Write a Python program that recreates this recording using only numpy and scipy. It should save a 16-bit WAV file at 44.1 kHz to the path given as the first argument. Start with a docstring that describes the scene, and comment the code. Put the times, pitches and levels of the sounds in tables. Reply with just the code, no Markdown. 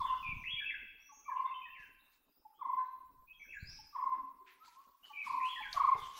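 """Forest: from the start a woodpecker preens on a dead trunk, its feathers rustling as filtered noise; low
thumps and puffs of air sound. A bird gives five rolled calls of quick falling tones, the first under way.
A songbird further off soon whistles short phrases of arched glides; soft coos and thin slurs come and go.
Late, noise bursts scuff and tick on the bark, and a nearer bird answers the fifth roll.
Synthetic echoes from the trees follow birds and bark; hiss lies under all."""
import sys
import numpy as np
from scipy import signal
from scipy.fft import rfft, irfft, next_fast_len
from scipy.io import wavfile
from scipy.ndimage import uniform_filter1d

SR = 44100
rng = np.random.default_rng(int(sys.argv[2]) if len(sys.argv) > 2 else 0)


def inscribe(sig):
    """Save sig as 16-bit PCM at rate SR to the path in sys.argv[1].

    A 1-D sig is mono; a 2-D sig holds one channel per row.
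    Samples are clipped to [-1, 1] before scaling.
    """
    pcm = np.round(np.clip(np.atleast_2d(sig).T, -1, 1) * 32767)
    wavfile.write(sys.argv[1], SR, pcm.astype(np.int16))


N = 272979

# Rolled calls. Each row: start in s, pitch in Hz, relative level in dB, note spacing in s,
# share of the glide kept from note to note, closing note length in s, lead-in relative level in dB.
ROLLS = [(-.081, 1046, -29.5, 0.04, 0.88, 0.07, -57), (1.271, 1042, -30, .0395, 0.76, 0.051, -59),
         (2.603, 1036, -30.5, 0.04, 0.77, 0.049, -53.5), (3.94, 1045, -30, .0393, 0.78, 0.0582, -58.5),
         (5.255, 1036, -31, 0.037, 0.832, 0.061, -54), (5.755, 1097, -23.5, .038, 0.98, 0.0437, -45)]
ANSWER_S = 5.7  # rolls after this come from the nearer bird
NOTE_S = 0.02966
GLIDE_UP, GLIDE_DOWN = 0.1803, 0.18  # first note falls from this share above the pitch to this share below
PICKUP_S, PICKUP_HZ, PICKUP_DB = 0.017, 1162, -25.5  # faint catch of the voice; dB relative to the call
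SOFT_START_DB, SWELL = -6, 0.44  # first note is softer; each next keeps this share of the dB shortfall
FIRST_LATE_S = 0.005
CLOSE_FROM, CLOSE_HZ, CLOSE_DB = 1.015, 1016.5, -2  # start as ratio to the pitch, end pitch, level re call


def roll_notes(calls, count=4):
    """A roll is a faint pickup, four falling notes, each louder and flatter than the last, and one held note."""
    notes = []
    for start_s, hz, db, spacing_s, kept, hold_s, _ in calls:
        notes.append((start_s - PICKUP_S, NOTE_S, PICKUP_HZ, PICKUP_HZ, db + PICKUP_DB))
        for k in range(count):
            note_s = start_s + max(k * spacing_s, FIRST_LATE_S)
            first_hz = hz * (1 + GLIDE_UP * kept ** k)
            last_hz = hz * (1 - GLIDE_DOWN * kept ** k)
            notes.append((note_s, NOTE_S, first_hz, last_hz, db + SOFT_START_DB * SWELL ** k))
        notes.append((start_s + count * spacing_s, hold_s, hz * CLOSE_FROM, CLOSE_HZ, db + CLOSE_DB))
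    return notes


# Spectrum of the rasp in the voice. Each row: frequency in Hz, relative density in dB per Hz.
RASP = [(300, -24.5), (700, -5), (1300, 3), (1700, -5), (2100, -6), (2500, -11), (3000, -19), (4500, -30.5),
        (8000, -39)]


def rolled(notes, rasp_db, octave_db, early_db, late_db, count=4):
    """Hoots with their echoes; the faint rasp and octave come back mostly from the trees."""
    # successive notes find slightly different paths through the swaying foliage
    parts = [hoots(notes[k::count]) for k in range(count)]
    echo = sum(trees(part, early_db=early_db, early_t60_s=0.054, late_db=late_db) for part in parts)
    voice = sum(parts)
    strength = abs(signal.hilbert(voice, next_fast_len(N))[:N]) + 1e-9
    rasp = gain_of(rasp_db) * strength * hiss(RASP, patchy_db=9.5)
    octave = gain_of(octave_db) * (2 * voice ** 2 / strength - strength)  # squaring doubles the pitch
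    return voice + echo + trees(rasp + octave, early_db=3.5, early_t60_s=0.14, late_db=2)


def caller():
    """The repeated call: the further bird has a strong late echo."""
    notes = roll_notes([call for call in ROLLS if call[0] < ANSWER_S])
    return gain_of(-0.5) * rolled(notes, rasp_db=-32.0, octave_db=-39.5, early_db=-7.5, late_db=-4.0)


def answer():
    """The nearer bird's roll: little late echo, more rasp and octave."""
    notes = roll_notes([call for call in ROLLS if call[0] > ANSWER_S])
    return gain_of(0.6) * rolled(notes, rasp_db=-27.5, octave_db=-34.0, early_db=-2.5, late_db=-12.0)


def lead_ins(ahead_s=0.156, length_s=0.027, first_hz=890, last_hz=832):
    """One soft low falling note comes before each roll."""
    notes = [(start_s - ahead_s, length_s, first_hz, last_hz, db) for start_s, *_, db in ROLLS]
    return among_trees(hoots(notes), direct_db=2.0, early_db=-8.5, early_t60_s=0.13, late_db=-7.5)


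# Feather strokes of the bill. Each row: peak time in s, fade in s, relative treble level in dB.
STROKES = [(0, 0.27, -77), (1.8, 0.098, -87), (2.135, 0.041, -87.5), (2.74, .08, -98), (3.7, 0.18, -83),
           (4.49, 0.19, -90.5), (4.66, 0.14, -79), (5.061, 0.146, -81.5), (5.263, 0.13, -71.5),
           (5.459, 0.33, -76.5), (5.74, 0.089, -66.5), (5.99, 0.29, -72.5), (6.178, 0.088, -66.5)]
STROKE_RISE_S, RESTING_DB = 0.021, -102  # the feathers never lie quite still
# Spectrum of the rustle. Each row: frequency in Hz, relative density in dB per Hz.
FEATHERS = [(150, 0.5), (450, -6), (900, 16), (2000, 10.5), (4500, 10.5), (6500, 5), (9000, -1.5),
            (12000, 2), (15500, -23.5)]


def rustle(grain_db=-1.0, level_db=-1.0, crackle_db=-5.0, snaps_per_s=70, snap_fade_s=0.0005):
    """Feathers slide over each other in uneven strokes, and single barbs snap: noise under swells."""
    stroke = swells([(peak_s, STROKE_RISE_S, fade_s, db) for peak_s, fade_s, db in STROKES], RESTING_DB)
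    snaps = (rng.random(N) < snaps_per_s / SR) * np.minimum(rng.exponential(1, N), 3)
    snaps = signal.oaconvolve(snaps, np.exp(-np.arange(400) / SR / snap_fade_s))[:N]
    grain = gain_of(level_db + grain_db * wander(N, size=300)) + gain_of(crackle_db) * snaps
    return stroke * grain * hiss(FEATHERS, patchy_db=3.0, band_hz=(7500, 10500))


# Scuffs on the bark. Each row: start in s, pitch in Hz, width of one resonator pass in Hz, fade in s,
# relative level in dB.
SCUFFS = [(4.46, 2080, 1620, 0.052, -62.5), (5.7283, 4430, 1250, 0.0031, -38),
          (5.734, 5910, 6000, 0.033, -85), (5.741, 690, 128.4, 0.019, -51.5),
          (5.945, 435, 123, 0.0236, -53), (5.95, 906, 243, 0.016, -43.5)]


def scuffs():
    """Claws, bill and wing brush the trunk: noise bursts in one broad resonance; long ones start softly."""
    out, t = np.zeros(N), np.arange(SR // 4) / SR
    for start_s, hz, width_hz, fade_s, db in SCUFFS:
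        body = signal.iirpeak(hz, hz / width_hz, fs=SR)
        burst = signal.lfilter(*body, signal.lfilter(*body, rng.standard_normal(len(t))))
        envelope = 2 * (np.exp(-t / fade_s) - np.exp(-4 * t / fade_s))
        add(out, start_s, gain_of(db) * evened(burst) * envelope)
    return among_trees(out, direct_db=0, early_db=-10.0, early_t60_s=0.053, late_db=-14.5)


# The songbird's syllables by name, note by note. Each row: delay in s and length in s before stretching,
# first, middle and last pitch in Hz before transposing, relative level in dB.
SYLLABLES = { "opening": [(0, .067, 2523, 2390, 2327, -1), (.046, .06, 2741, 2395, 2173, 0)],
             "rise": [(0, 0.022, 1798, 2365, 2600, -4.5), (.02, .04, 2477, 2798, 3194, 0)],
             "hop": [(0, 0.016, 2120, 2103, 2216, -0.5), (.033, 0.016, 2600, 2674, 2710, -0.5)],
             "level": [(0.00033, .051, 3100, 3380, 3100, 0)], "step": [(0, 0.037, 2304, 2352, 2320, 0.5),
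             (.032, .031, 1815, 1682, 1600, -4.5)], "slide": [(0.00088, .04, 1880, 1660, 1620, 1)],
             "arch": [(0.00017, .05, 2480, 2665, 2540, -0.5)], "drop": [(0, .023, 2459, 2169, 1755, -0.5),
             (.021, .053, 1696, 1653, 1480, -5)]}
# The song. Each row: start in s, syllable name, middle pitch of its first note in Hz, length ratio,
# relative level in dB.
PHRASES = [(.225, "opening", 2415, 1.03, -41.5), (0.437, "rise", 2330, 1.03, -39),
           (.495, "level", 3380, 1.24, -41), (.568, "step", 2369, 0.98, -39.5),
           (.639, "arch", 2665, 0.99, -39), (.693, "drop", 2183, 0.86, -40),
           (1.242, "arch", 2372, 1.46, -58.5), (1.29, "slide", 1668, 0.89, -59.5),
           (1.451, "level", 3570, 0.64, -63), (1.475, "hop", 2088, 1.05, -52.5),
           (1.537, "level", 3116, 0.69, -50.5), (1.613, "step", 2560, 1.15, -52),
           (1.683, "arch", 2727, 2.02, -55), (1.741, "drop", 2200, 1.6, -53),
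           (3.271, "arch", 2566, 0.98, -57.5), (3.328, "level", 3336, 0.69, -63.5),
           (3.395, "level", 2335, 0.64, -50.5), (3.439, "slide", 1600, 0.78, -64),
           (3.476, "arch", 2628, 1.16, -53.5), (3.521, "drop", 2207, .92, -46),
           (5.027, "level", 3010, 0.86, -56), (5.125, "opening", 2340, 1.16, -44),
           (5.4, "rise", 2285, 1.24, -44), (5.481, "level", 3355, 0.98, -42.5),
           (5.556, "slide", 1820, 0.86, -44.5), (5.623, "drop", 2125, 0.775, -42)]


def song():
    """Each syllable is sung at its own pitch, pace and strength."""
    notes = []
    for start_s, name, hz, stretch, db in PHRASES:
        ratio = hz / SYLLABLES[name][0][3]
        for delay_s, length_s, first, middle, last, note_db in SYLLABLES[name]:
            pitches_hz = (first * ratio, middle * ratio, last * ratio)
            notes.append((start_s + delay_s * stretch, length_s * stretch, *pitches_hz, db + note_db))
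    dry_song = whistles(notes, waver=0.016, taper=0.38, flutter_db=2.5)
    return among_trees(dry_song, direct_db=-2.5, early_db=-2.5, early_t60_s=0.17, late_db=-5.0)


# Thin slurs from high in the canopy. Each row: start in s, length in s, first, middle and last pitch in Hz,
# relative level in dB.
SLURS = [(.005, 0.047, 3720, 3487, 3330, -56.5), (.055, 0.053, 3230, 2983, 2430, -52.5),
         (.33, 0.11, 6300, 6120, 5680, -79.5), (.98, 0.25, 5780, 5815, 6380, -73),
         (1.1, 0.093, 6040, 6480, 6600, -67.5), (1.99, 0.027, 3640, 3720, 4150, -73.5),
         (2.27, 0.16, 4970, 5000, 5500, -86), (2.53, 0.083, 2800, 3250, 3660, -78.5),
         (2.82, 0.066, 4100, 4050, 4120, -82.5), (3.37, 0.085, 6380, 6020, 5450, -77.5),
         (3.51, 0.15, 6700, 7070, 7290, -77.5), (3.585, 0.067, 3900, 4360, 4870, -66),
         (3.645, 0.089, 4600, 5144, 6076, -57.5), (5.29, 0.16, 4300, 4290, 4010, -81),
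         (5.46, 0.12, 4015, 4054, 3730, -74), (5.96, 0.052, 3760, 3504, 3300, -58),
         (6.012, 0.036, 3379, 3080, 2850, -56)]


def slurs():
    """Thin fluttering whistles with a strong echo."""
    thin = whistles(SLURS, waver=0.025, taper=0.39, flutter_db=4.5)
    return among_trees(thin, direct_db=-2.5, early_db=-2.5, early_t60_s=0.46, late_db=-1.5)


# Stray soft coos. Each row: start in s, length in s, first and last pitch in Hz, relative level in dB.
COOS = [(1.085, 0.044, 1147, 1092, -57.5), (4.595, 0.067, 1208, 1406, -58), (4.675, 0.017, 1057, 873, -55),
        (4.742, 0.095, 1004, 1152, -55.5), (4.88, 0.038, 966, 1050, -64.5), (5.088, 0.045, 1203, 1080, -56)]


def coos():
    """Soft hollow slides, some rising, some falling."""
    return among_trees(hoots(COOS), direct_db=0.5, early_db=-9, early_t60_s=0.18, late_db=-4.5)


# Low thumps. Each row: start in s, pitch in Hz, relative level in dB.
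THUMPS = [(.006, 105.5, -49), (0.261, 110, -52), (0.287, 98, -41), (.326, 152, -46), (.365, 86.9, -43.5),
          (0.424, 101.2, -50.5), (0.536, 108, -47), (1.795, 129, -64), (3.626, 89, -38), (3.687, 82, -49),
          (5.949, 116.6, -49), (6.02, 120.6, -54)]


def thumps(rise_s=0.00227, ring_db=-17, fade_s=0.098):
    """Each thump is a soft push of about one cycle with a dull flutter of low-passed noise behind it."""
    out, t = np.zeros(N), np.arange(SR // 4) / SR
    for start_s, hz, db in THUMPS:
        push = (t / rise_s / 2) ** 2 * np.exp(2 - t / rise_s) * np.sin(2 * np.pi * hz * t)
        lowpass = signal.butter(2, hz, fs=SR, output="sos")
        flutter = evened(signal.sosfilt(lowpass, rng.standard_normal(len(t))))
        add(out, start_s, gain_of(db) * (push + gain_of(ring_db) * flutter * np.exp(-t / fade_s)))
    return out


# The clearest far hollow sounds. Each row: start in s, length in s, first and last pitch in Hz,
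# relative level in dB.
FAR_LOW = [(.66, 0.04, 343.6, 307, -70.5), (4.11, 0.034, 317, 331, -66.5), (4.16, 0.038, 206.3, 209, -72.5),
           (4.22, 0.036, 242.5, 290, -67), (4.405, 0.028, 410, 366, -68.5), (5.25, 0.024, 236, 194, -66),
           (5.33, 0.0365, 253, 308, -69.5)]
FAR_HZ, FAR_SPREAD, FAR_LENGTH_S, FAR_DB = 290, 0.16, 0.046, -88  # random ones; spread is a share of pitch


def far_hollows(count=8):
    """Low hollow notes from far off, with fainter ones at random times and pitches."""
    notes = list(FAR_LOW)
    for when, first, last in rng.random((count, 3)):
        first_hz = FAR_HZ * (1 + FAR_SPREAD * (2 * first - 1))
        last_hz = FAR_HZ * (1 + FAR_SPREAD * (2 * last - 1))
        notes.append((when * N / SR, FAR_LENGTH_S, first_hz, last_hz, FAR_DB))
    return among_trees(hoots(notes), direct_db=0.5, early_db=-0.5, early_t60_s=0.21, late_db=-3)


# Puffs of low air. 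Each row: peak time in s, spread to either side in s, relative level in dB.
PUFFS = [(0, 0.094, -52), (.34, .14, -49.5), (.8, 0.15, -64.5), (1.329, 0.079, -74), (1.799, 0.2, -69),
         (2.72, 0.039, -73), (3.17, 0.13, -65), (3.65, 0.14, -60), (4.15, 0.15, -70.5), (5.298, 0.092, -71),
         (5.76, 0.089, -56), (6.0, 0.072, -59.5)]
# Spectrum of the puffs. Each row: frequency in Hz, relative density in dB per Hz.
RUMBLE = [(10, -2.5), (38, 1.5), (60, -7), (100, -15), (250, -19.5), (800, -65)]
# Spectrum of the forest hiss. Each row: frequency in Hz, relative density in dB per Hz.
FOREST = [(18, -21), (35, -8.5), (70, -24), (110, -25), (170, -20.5), (270, -10.5), (400, -15.5),
          (620, -19), (1000, -16), (1400, -19.5), (2200, -40.5), (3500, -47), (9500, -31.5), (15700, -14.5)]
FOREST_DB, CALM_DB = -71, -96  # hiss rms; resting level of the puffs before the draught gain


def air(draught_db=-3):
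    """Quiet forest hiss and a low stir of air, both coloured noise."""
    puffs = swells([(peak_s, spread_s, spread_s, db) for peak_s, spread_s, db in PUFFS], CALM_DB)
    draught = gain_of(draught_db) * puffs * hiss(RUMBLE, patchy_db=-1.0)
    return gain_of(FOREST_DB) * hiss(FOREST, patchy_db=5.5) + draught


# Decay of the forest wash. Each row: frequency in Hz, time to fall 60 dB in s.
ECHO_T60 = [(300, 1), (1000, 0.8), (1800, 0.72), (3000, 1), (5000, .8), (9000, 0.25)]


def trees(x, early_db, early_t60_s, late_db, clump_db=3.5, taps_per_s=2000, gap_s=0.004, late_rise_s=0.016):
    """Quick echoes from the nearest trunks, then a long wash from the forest that dies band by band."""
    t = np.arange(SR * 3 // 2) / SR
    hz, when_s, z = signal.stft(rng.standard_normal(len(t)), SR, nperseg=512)
    # foliage returns high notes in clumps
    clumps = smoothed_patches(z.shape, bins=4, frames=4) * np.minimum(hz / 2500, 1)[:, None]
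    z = z / (abs(z) + 1e-12) * gain_of(clump_db * clumps)
    decay = gain_of(-60 * when_s / read(ECHO_T60, hz)[:, None])
    late = signal.istft(z * decay, SR, nperseg=512)[1][:len(t)]
    late *= 1 - np.exp(-t / late_rise_s)
    taps = rng.choice([-1, 1], len(t)) * (rng.random(len(t)) < taps_per_s / SR)
    early = taps * (t > gap_s) * gain_of(-60 * t / early_t60_s)
    echo = gain_of(early_db) * early / np.linalg.norm(early) + gain_of(late_db) * late / np.linalg.norm(late)
    return signal.fftconvolve(x, echo)[:N]


def among_trees(x, direct_db, **echo):
    """Direct sound plus its echo; the balance tells the distance."""
    return gain_of(direct_db) * x + trees(x, **echo)


def whistle(hz, taper, waver, second_db):
    """One nearly pure note on a pitch curve, swelling and fading, with a faint octave."""
    phase = 2 * np.pi * np.cumsum(hz * (1 + waver * wander(len(hz), size=200))) / SR
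    tone = np.sin(phase) + gain_of(second_db) * np.sin(2 * phase)
    return tone * signal.windows.tukey(len(hz), np.clip(taper, 0, 1))


def hoots(notes, octave_db=-50):
    """Short hollow notes, each sliding straight from one pitch to another."""
    out = np.zeros(N)
    for start_s, length_s, first_hz, last_hz, db in notes:
        hz = np.linspace(first_hz, last_hz, int(length_s * SR))
        add(out, start_s, gain_of(db) * whistle(hz, taper=0.8, waver=0.005, second_db=octave_db))
    return out


def whistles(notes, waver, taper, flutter_db):
    """Whistles on a parabola through three pitches, with a quick flutter in level."""
    out = np.zeros(N)
    for start_s, length_s, first_hz, middle_hz, last_hz, db in notes:
        u = np.linspace(0, 1, int(length_s * SR))
        hz = np.polyval(np.polyfit([0, 0.5, 1], [first_hz, middle_hz, last_hz], 2), u)
        level = gain_of(db + flutter_db * wander(len(u), size=400))
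        add(out, start_s, level * whistle(hz, taper=taper, waver=waver, second_db=-47.0))
    return out


def hiss(spectrum, patchy_db, band_hz=None):
    """Coloured noise with drifting patches; rms 1 overall or within a band."""
    _, _, z = signal.stft(rng.standard_normal(N), SR, nperseg=1024, noverlap=768)
    patches = smoothed_patches(z.shape, bins=24, frames=6)
    x = signal.istft(z * gain_of(patchy_db * patches), nperseg=1024, noverlap=768)[1][:N]
    hz = np.fft.rfftfreq(N, 1 / SR)
    z = rfft(x) * gain_of(read(spectrum, hz))
    inside = 1 if band_hz is None else (hz > band_hz[0]) & (hz < band_hz[1])
    return irfft(z, N) / np.std(irfft(z * inside, N))


def smoothed_patches(shape, bins, frames):
    """Random time-frequency patches of rms 1."""
    across = uniform_filter1d(rng.standard_normal(shape), size=bins, axis=0)
    return evened(uniform_filter1d(across, size=frames, axis=1))


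def swells(events, rest_db):
    """Level of (peak s, rise s, fade s, dB) swells, exponential both ways, over a resting level."""
    t = np.arange(N) / SR
    power = gain_of(rest_db) ** 2
    for peak_s, rise_s, fade_s, db in events:
        shape = np.exp(-np.maximum((peak_s - t) / rise_s, (t - peak_s) / fade_s))
        power = power + (gain_of(db) * shape) ** 2
    return np.sqrt(power)


def wander(count, size):
    """Smooth random curve of rms 1 that changes over size samples."""
    return evened(signal.fftconvolve(rng.standard_normal(count + size - 1), np.hanning(size), "valid"))


def gain_of(db):
    """Decibels to gain."""
    return 10 ** (np.asarray(db) / 20)


def evened(x):
    """Scales to rms 1."""
    return x / np.sqrt(np.mean(x ** 2) + 1e-20)


def read(points, hz):
    """Joins points on a log-frequency axis."""
    f, value = np.transpose(points)
    return np.interp(np.log(hz + 1), np.log(f + 1), value)


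def add(mix, start_s, sound):
    """Adds a sound at its start time; what lies before zero is lost."""
    at = round(start_s * SR)
    sound = sound[max(-at, 0):]
    part = mix[max(at, 0):][:len(sound)]
    part += sound[:len(part)]


def scene():
    """Sums birds, woodpecker, thumps and air into one channel."""
    birds = caller() + answer() + lead_ins() + song() + slurs() + coos()
    woodpecker = rustle() + scuffs()
    return (birds + woodpecker + thumps() + far_hollows() + air())[None]


def record(dry, edge_hz=15800):
    """The recorder's band limit: a linear-phase low-pass."""
    lowpass = signal.firwin(511, edge_hz, window=("kaiser", 9), fs=SR)
    return signal.oaconvolve(dry, lowpass[None], "same")


dry = scene()
out = record(dry)
inscribe(out)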